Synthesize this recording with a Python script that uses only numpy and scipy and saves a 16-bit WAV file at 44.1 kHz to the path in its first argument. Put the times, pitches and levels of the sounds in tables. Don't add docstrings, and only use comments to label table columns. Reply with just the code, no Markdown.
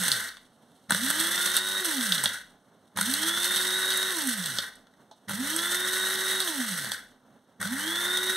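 import sys
import numpy as np
from scipy import signal
from scipy.fft import rfft, irfft, next_fast_len
from scipy.io import wavfile
from scipy.ndimage import uniform_filter1d

SR = 44100
rng = np.random.default_rng(int(sys.argv[2]) if len(sys.argv) > 2 else 0)


def undo_db(level):
    steps = np.asarray(level, float) / 20
    return 10 ** steps


def wav_record(signal):
    frames = np.transpose(np.atleast_2d(signal))
    bounded = np.clip(frames, -1, 1)
    quanta = np.round(bounded * 32767).astype(np.int16)
    wavfile.write(sys.argv[1], SR, quanta)


N = 368808
TIME = np.arange(N) / SR
MAINS_BEAT_HZ = 100


def rms_one(x):
    return x / np.sqrt(np.mean(x ** 2) + 1e-20)


def at_hz(points, hz, column=1):
    points = np.array(points)
    return np.interp(np.log(np.abs(hz) + 1), np.log(points[:, 0]), points[:, column])


def drift(rate_hz):
    r = np.exp(-2 * np.pi * rate_hz / SR)
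    settle = 8000
    wander = signal.lfilter([1], [1, -2 * r, r * r], rng.standard_normal(N + settle))
    return rms_one(wander[settle:])


def colour(x, spectrum):
    cepstrum = irfft(np.log(undo_db(at_hz(spectrum, np.fft.rfftfreq(4096, 1 / SR)))))
    cepstrum = np.r_[cepstrum[0], 2 * cepstrum[1:2048], np.zeros(2048)]
    response = irfft(np.exp(rfft(cepstrum)))
    return rms_one(signal.fftconvolve(x, response)[:N])


def resonate(x, hz, width_hz):
    r = np.exp(-np.pi * width_hz / SR)
    top = np.array([1, 0, -1]) * (1 - r * r) / 2
    return signal.lfilter(top, [1, -2 * r * np.cos(2 * np.pi * hz / SR), r * r], x + 1e-18)


# on_s, off_s, top_speed_turns_per_s, spin_up_s
BURSTS = [
    (-1.3, -.275, 376, .19),
    (.885, 1.82, 377.5, .21),
    (2.951, 4.11, 375.5, .19),
    (5.272, 6.43, 377.5, .18),
    (7.592, 8.6, 378, .185),
]


def rotor():
    coast_rate, friction = 1.4, 186
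    turns, power, which = np.zeros(N), np.zeros(N), np.zeros(N, int)
    for k, (on, off, top, lag) in enumerate(BURSTS):
        held = np.clip(TIME - on, 0, off - on)
        rise = top * (1 - .68 * np.exp(-held / lag) - .32 * np.exp(-held / .035))
        released = np.clip(TIME - off, 0, None)
        coast = (rise + friction) * np.exp(-coast_rate * released) - friction
        turns += np.maximum(coast, 0)
        power += (TIME > on + .007) & (TIME < off - .012)
        which[TIME > on] = k
    return turns, uniform_filter1d(power, size=600), which


# shake_at_full_speed_db, whine_db
BURST_DB = [
    (0, 0),
    (-8, -1.5),
    (-2, 1),
    (-0.5, -2),
    (2, 0.5),
]
# speed_turns_per_s, level_db
UNBALANCE = [(60, -73.5), (95, -63.5), (118, -53.5), (165, -50), (187, -37), (207, -43), (228, -44.5),
             (255, -32), (282, -42.5), (303, -49.5), (325, -38.5), (348, -48), (372, -43.5)]
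# speed_turns_per_s, level_db
WHINE = [(285, -54.5), (303, -40.5), (325, -39), (345, -37), (372, -35.5)]
# pitch_hz, level_db
BODY = [(200, -10), (420, -8), (560, 1), (680, -1), (760, -2), (930, 6), (1050, -1), (1130, 0), (1480, 3),
        (1900, 0)]
# multiple_of_turns, mains_beats_added, level_db
ORDERS_DB = [(2, 0, -52.), (3, 0, -48.), (4, 0, -43.), (5, 0, -46.), (1, -1, -50.), (1, 1, -55.),
             (1, 2, -54.), (2, 1, -57.), (2, 2, -56.), (3, -1, -54.), (3, 1, -54.), (4, -1, -52.),
             (4, 1, -52.), (5, 1, -47.)]
# pitch_hz, level_db
HUM = [(100, -59), (200, -50.5), (300, -70)]


def motor(turns, power, which):
    shake_db, whine_db = np.array(BURST_DB)[which].T
    speed = turns / 375
    phase = 2 * np.pi * np.cumsum(turns * (1 + .0015 * drift(8))) / SR
    beat = 2 * np.pi * MAINS_BEAT_HZ * TIME

    unbalance_db = at_hz(UNBALANCE, turns) + 7.5 + 0.77 * drift(4.2) + shake_db * power * speed ** 8
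    out = undo_db(unbalance_db) * np.sin(phase)
    for multiple, beats, level_db in ORDERS_DB:
        body_db = 2 * drift(6) + at_hz(BODY, multiple * turns + beats * MAINS_BEAT_HZ)
        tone = np.sin(multiple * phase + beats * beat + multiple)
        drive = power if beats or multiple > 3 else 2 - power
        out += undo_db(level_db + body_db) * speed ** 3.0 * drive * tone

    throb = (1 + .8 * np.cos(beat)) * np.sin(10 * phase + .6 * np.sin(beat))
    out += power * undo_db(at_hz(WHINE, turns) + whine_db + drift(11)) * throb
    hum = sum(undo_db(db + 0.64 * drift(9.0)) * np.sin(2 * np.pi * hz * TIME) for hz, db in HUM)
    hum = hum * (1 + 4.4 * (1 - speed))

    slowing_past = np.exp(-((turns - 135) / 45) ** 2) * (1 - power)
    shudder = undo_db(-21.5) * slowing_past * resonate(rng.standard_normal(N), 210, 40)
    rocking = resonate(resonate(rng.standard_normal(N), 66, 25), 70, 60)
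    jolt = undo_db(-42.0) * np.minimum(turns / 150, 1) + undo_db(-34.5) * power * np.abs(1 - turns / 380) ** 2.9
    return out * (turns > 0) + jolt * rocking + shudder + power * hum


# speed_turns_per_s, cup_rumble_db, lid_hiss_db
CHURN = [(12, -122, -76), (46, -60, -64.5), (82.4, -36.5, -43.5), (125, -34.5, -36.5), (220, -32, -34),
         (405, -29.5, -32.5)]
# cup_db, lid_db, lull_after_first_throw_db
FINENESS = [
    (4, 5, 0),
    (0, 0.5, -2.5),
    (0, 0, -1),
    (-2, -2.5, -4),
    (0.5, -3, -4.5),
]
# time_s, level_db
LOAD = [(0, 0), (1.2, 2), (1.56, 2), (1.61, -4), (2.0, 0.5), (2.15, 4), (2.2, 2), (2.26, 2), (3.2, 0.5),
        (3.68, 1), (3.76, -1.5), (3.86, 1), (4.42, -0.5), (4.58, 1), (5.6, 2.5), (6.4, 2), (6.9, 1),
        (8.36, 0)]
# start_s, peak_db, housing_knock_db, brittleness_db
CRACKS = [(0.0363, -14, -14.5, -6), (0.0817, -8.5, -22.5, -10), (0.1173, -2.5, -29.5, -14),
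          (1.047, -24, -20, -2.5), (1.1021, -9, -17, -6), (1.2003, -10.5, -15.5, -8),
          (1.271, -11.5, -34.5, -10.5), (1.355, -22.5, -17, -4.5), (1.5, -20.5, -24.5, -16),
          (1.553, -16, -16, -14), (1.5667, -4.5, -21.5, -8.5), (2.0102, -15, -26.5, -13.5),
          (2.1216, -11.5, -21.5, -19.5), (2.2383, -8.5, -14, -8.5), (2.2577, -11, -12.5, -20.5),
          (3.0108, -14.5, -22.5, -1), (3.1381, -5.5, -27.5, -9.5), (3.4439, -8.5, -42, -14),
          (3.561, -9, -27, -12), (3.904, -8.5, -32, -12), (3.9738, -18.5, -16, 0), (4.2725, -15, -39, -5),
          (4.4595, -11, -21, -12), (4.5858, -19, -8, -23.5), (5.5632, -17, -14, -4),
          (5.924, -19, -22, -12.5), (6.403, -8, -22.5, -12.5), (6.4762, -12.5, -18, -13.5),
          (6.9182, -11.5, -18, -13.5), (8.1723, -11.5, -13, -11.5)]


def churn(turns, which):
    lull_at_s, lull_width_s = .11, .05
    bite_turns, bite_rise_s, bite_fade_s = 90, 0.019, 0.05
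    spray_db, spray_s = 4, 0.013
    cup_db, lid_db, lull_db = np.array(FINENESS)[which].T
    since = TIME - np.array(BURSTS)[which, 0]
    load_s, load_db = np.transpose(LOAD)
    lull = np.exp(-((since - lull_at_s) / lull_width_s) ** 2)
    shared_db = np.interp(TIME, load_s, load_db) + lull_db * lull
    turns = turns + bite_turns * (1 - np.exp(-since / bite_rise_s)) * np.exp(-since / bite_fade_s)

    hits = np.zeros(N)
    hits[[int(row[0] * SR) for row in CRACKS]] = undo_db(spray_db + np.array(CRACKS)[:, 1])
    spray = signal.lfilter([1], [1, -np.exp(-1 / (spray_s * SR))], hits + 1e-18)
    cup_db = cup_db + shared_db + at_hz(CHURN, turns)
    lid_db = lid_db + shared_db + at_hz(CHURN, turns, column=2) + 10 * np.log10(1 + spray)
    return cup_db, lid_db


def grains(per_s, spread_db, clump_db):
    sizes = undo_db(spread_db * np.minimum(rng.exponential(1, N), 6)) * rng.choice([-1, 1], N)
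    arrives = rng.random(N) < per_s * undo_db(clump_db * drift(30)) / SR
    return rms_one(sizes * arrives)


# pitch_hz, level_db_per_hz
CUP_COLOUR = [(40, -46), (110, -30), (185, -10.5), (300, -12.5), (570, -6), (750, -13), (1150, -5.5),
              (1500, 1), (1950, 3.5), (2500, -13.5), (3000, -20)]
# pitch_hz, level_db_per_hz
LID_COLOUR = [(1800, -26.5), (2600, 1.5), (3700, 3.5), (5000, 3), (6500, -2), (8500, 4.5), (10000, 4.5),
              (12000, 0), (15500, -5.5)]


def spice(turns, power, cup_db, lid_db):
    surge = undo_db(.5 * drift(28) + drift(59))
    coarse = grains(1500, spread_db=2.5, clump_db=8.0)
    chips = np.abs(grains(120, spread_db=3.0, clump_db=3.0))
    spray = signal.lfilter([1], [1, -np.exp(-1 / (.006 * SR))], chips)
    powder = rng.standard_normal(N) * (1 + rms_one(spray) / 4)

    throb = 1 + 0.036 * power * np.cos(2 * np.pi * MAINS_BEAT_HZ * TIME)
    cup = colour(0.43 * coarse + rng.standard_normal(N) + 0.4 * powder, CUP_COLOUR)
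    cup = cup * undo_db(cup_db - 7.0 + 1.5 * drift(36)) * throb
    lid = colour(1.1 * coarse + powder, LID_COLOUR) * undo_db(lid_db + 0.74)
    treble = signal.sosfilt(signal.butter(1, 9000, "high", fs=SR, output="sos"), lid)
    lid = lid - .5 * np.clip(1 - turns / 250, 0, 1) * treble
    ring = undo_db(cup_db + 12) * np.clip(1 - turns / 300, 0, 1) * resonate(powder, 1520, 76)
    return surge * (cup + lid + ring)


# after_press_s, peak_db, housing_knock_db, brittleness_db
FIRST_HITS = [
    (.012, -33, -6, -17),
    (.022, -21, -5, -4.5),
    (.036, -19, -7, -13.5),
    (.062, -18.5, -11, -12.5),
]
FIRST_HITS_DB = [8, 3, -2, -1]
# start_s, peak_db, housing_knock_db,
# brittleness_db
STRAGGLERS = [
    (0.3696, -36, -6.5, -17),
    (4.567, -26, -14, -15),
    (4.7553, -37.5, -15, -10),
    (4.870, -51, -4, -18),
    (4.938, -53, -5, -13),
    (5.1128, -52, -6, -13),
    (6.8454, -17.5, -13, -10.5),
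    (6.8715, -30, -6, -18),
]


def lumps(lid_db):
    first = []
    for press, press_db in zip(BURSTS[1:], FIRST_HITS_DB):
        for after, peak_db, knock_db, brittle_db in FIRST_HITS:
            first.append((press[0] + after, peak_db + press_db, knock_db, brittle_db))

    count = 110
    s = (np.arange(count) + rng.random(count)) * (N - 2) / SR / count
    hiss_db = lid_db[(s * SR).astype(int)]
    size, knock, brittle = rng.standard_normal((3, count))
    peak_db = hiss_db + 12.5 + 4 * np.minimum(size, .5)
    peak_db = np.where(hiss_db > -60, peak_db, -99)
    chips = [s, peak_db, -17 + 3.0 * knock, -15.5 + 2 * brittle]
    return np.vstack([CRACKS, first, STRAGGLERS, np.transpose(chips)])


# pitch_hz, width_hz, level_db
LID = [(3347, 100, -5), (3710, 880, -5.5), (4550, 450, -2.5), (6000, 370, -21), (8670, 870, 0),
       (10500, 1600, -7.5), (12800, 4200, -11)]
# pitch_hz, width_hz, level_db
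HOUSING = [(197, 50, 0), (577, 66, -2.5), (942, 180, -5), (1450, 420, -2.5), (1905, 200, -7)]


def cracks(rows):
    s, peak_db, knock_db, brittle_db = np.transpose(rows)
    at, out = np.round(s * SR).astype(int), np.zeros(N)
    mix_db = rng.normal(0, 2, (len(at), len(LID) + len(HOUSING)))
    burst = np.exp(-TIME[:1500] / .0015) + 0.36 * np.exp(-TIME[:1500] / 0.012)
    for k, (hz, width_hz, db) in enumerate([*LID, *HOUSING]):
        if k >= len(LID):
            share_db = knock_db + 15.5
        elif hz > 7000:
            share_db = brittle_db + 9.5
        else:
            share_db = -1.2 * brittle_db - 13.0
        hits = np.zeros(N)
        hits[at] = undo_db(peak_db + db + mix_db[:, k] + share_db)
        splinters = signal.oaconvolve(hits, burst)[:N] * np.tanh(rng.standard_normal(N))
        out += resonate(splinters + 3.5 * hits, hz, width_hz)
    return out


# pitch_hz, level_db_per_hz
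BUTTON_COLOUR = [(200, -1), (900, 15.5), (2000, -20), (3900, 2.5), (6000, -5), (12000, -17)]


def button():
    touch_s, fade_s = 5.112, 0.015
    since = np.clip(TIME - touch_s, 0, None)
    rattle = colour(rng.standard_normal(N), BUTTON_COLOUR)
    return undo_db(-47.0) * (since > 0) * np.exp(-since / fade_s) * rattle


def kitchen(x):
    t60_s = 0.38
    time = TIME[:SR // 2]
    tail = rng.standard_normal(SR // 2) * undo_db(-60 * time / t60_s) * (time > .004)
    tail = signal.lfilter([.4], [1, -.6], tail)
    return signal.fftconvolve(x, tail / np.sqrt(np.sum(tail ** 2)))[:N]


# pitch_hz, level_db_per_hz
ROOM_COLOUR = [(40, -13.5), (130, 2), (255, 11.5), (320, 1), (700, 2), (1400, -7.5), (3000, -20),
               (15000, -29)]


def room_tone():
    return undo_db(-59 + 2 * drift(6.5)) * colour(rng.standard_normal(N), ROOM_COLOUR)


def scene():
    turns, power, which = rotor()
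    cup_db, lid_db = churn(turns, which)
    grinder = motor(turns, power, which) + spice(turns, power, cup_db, lid_db)
    grinder = grinder + cracks(lumps(lid_db)) + button()
    near = grinder + undo_db(-10) * kitchen(resonate(grinder, 1500, 6000)) + room_tone()
    treble = signal.butter(2, 5000, "high", fs=SR, output="sos")
    apart = signal.sosfilt(treble, [kitchen(near), kitchen(near)])
    return near + undo_db(-21.0) * apart


def low_pass(x):
    return signal.sosfilt(signal.butter(12, 15960, fs=SR, output="sos"), x)


# pitch_hz, left_direct_db, left_late_db, right_late_db
PATHS = [(700, -3, -26.5, -32.5), (1060, -3.5, -33, -24.5), (1380, -5, 2, -31), (2300, 2, -4, 1.6),
         (4930, -4.5, -4.5, -5.5), (7500, -3, -9, 1), (10500, -6.5, -6.5, -6.5), (12600, -2.5, -2, -7),
         (15500, -10.5, -9, -20.5)]


def record(dry):
    left_late_s, right_late_s, right_lead_s = .000389, .000422, .0000093
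    size = next_fast_len(N + 4096)
    hz = np.fft.rfftfreq(size, 1 / SR)
    left_direct, left_late, right_late = (undo_db(at_hz(PATHS, hz, column=k)) for k in range(1, 4))
    left = left_direct - left_late * np.exp(-2j * np.pi * hz * left_late_s)
    right = 1 - right_late * np.exp(-2j * np.pi * hz * right_late_s)
    right = right * np.exp(2j * np.pi * hz * right_lead_s)
    combed = irfft(rfft(dry, size) * [left, right], size)[:, :N]
    cut = signal.sosfilt(signal.ellip(10, .5, 45, 15730, fs=SR, output="sos"), combed)
    cut = signal.sosfilt(signal.butter(1, 40, "high", fs=SR, output="sos"), cut)
    return low_pass(cut)


dry = scene()
out = record(dry)
wav_record(out)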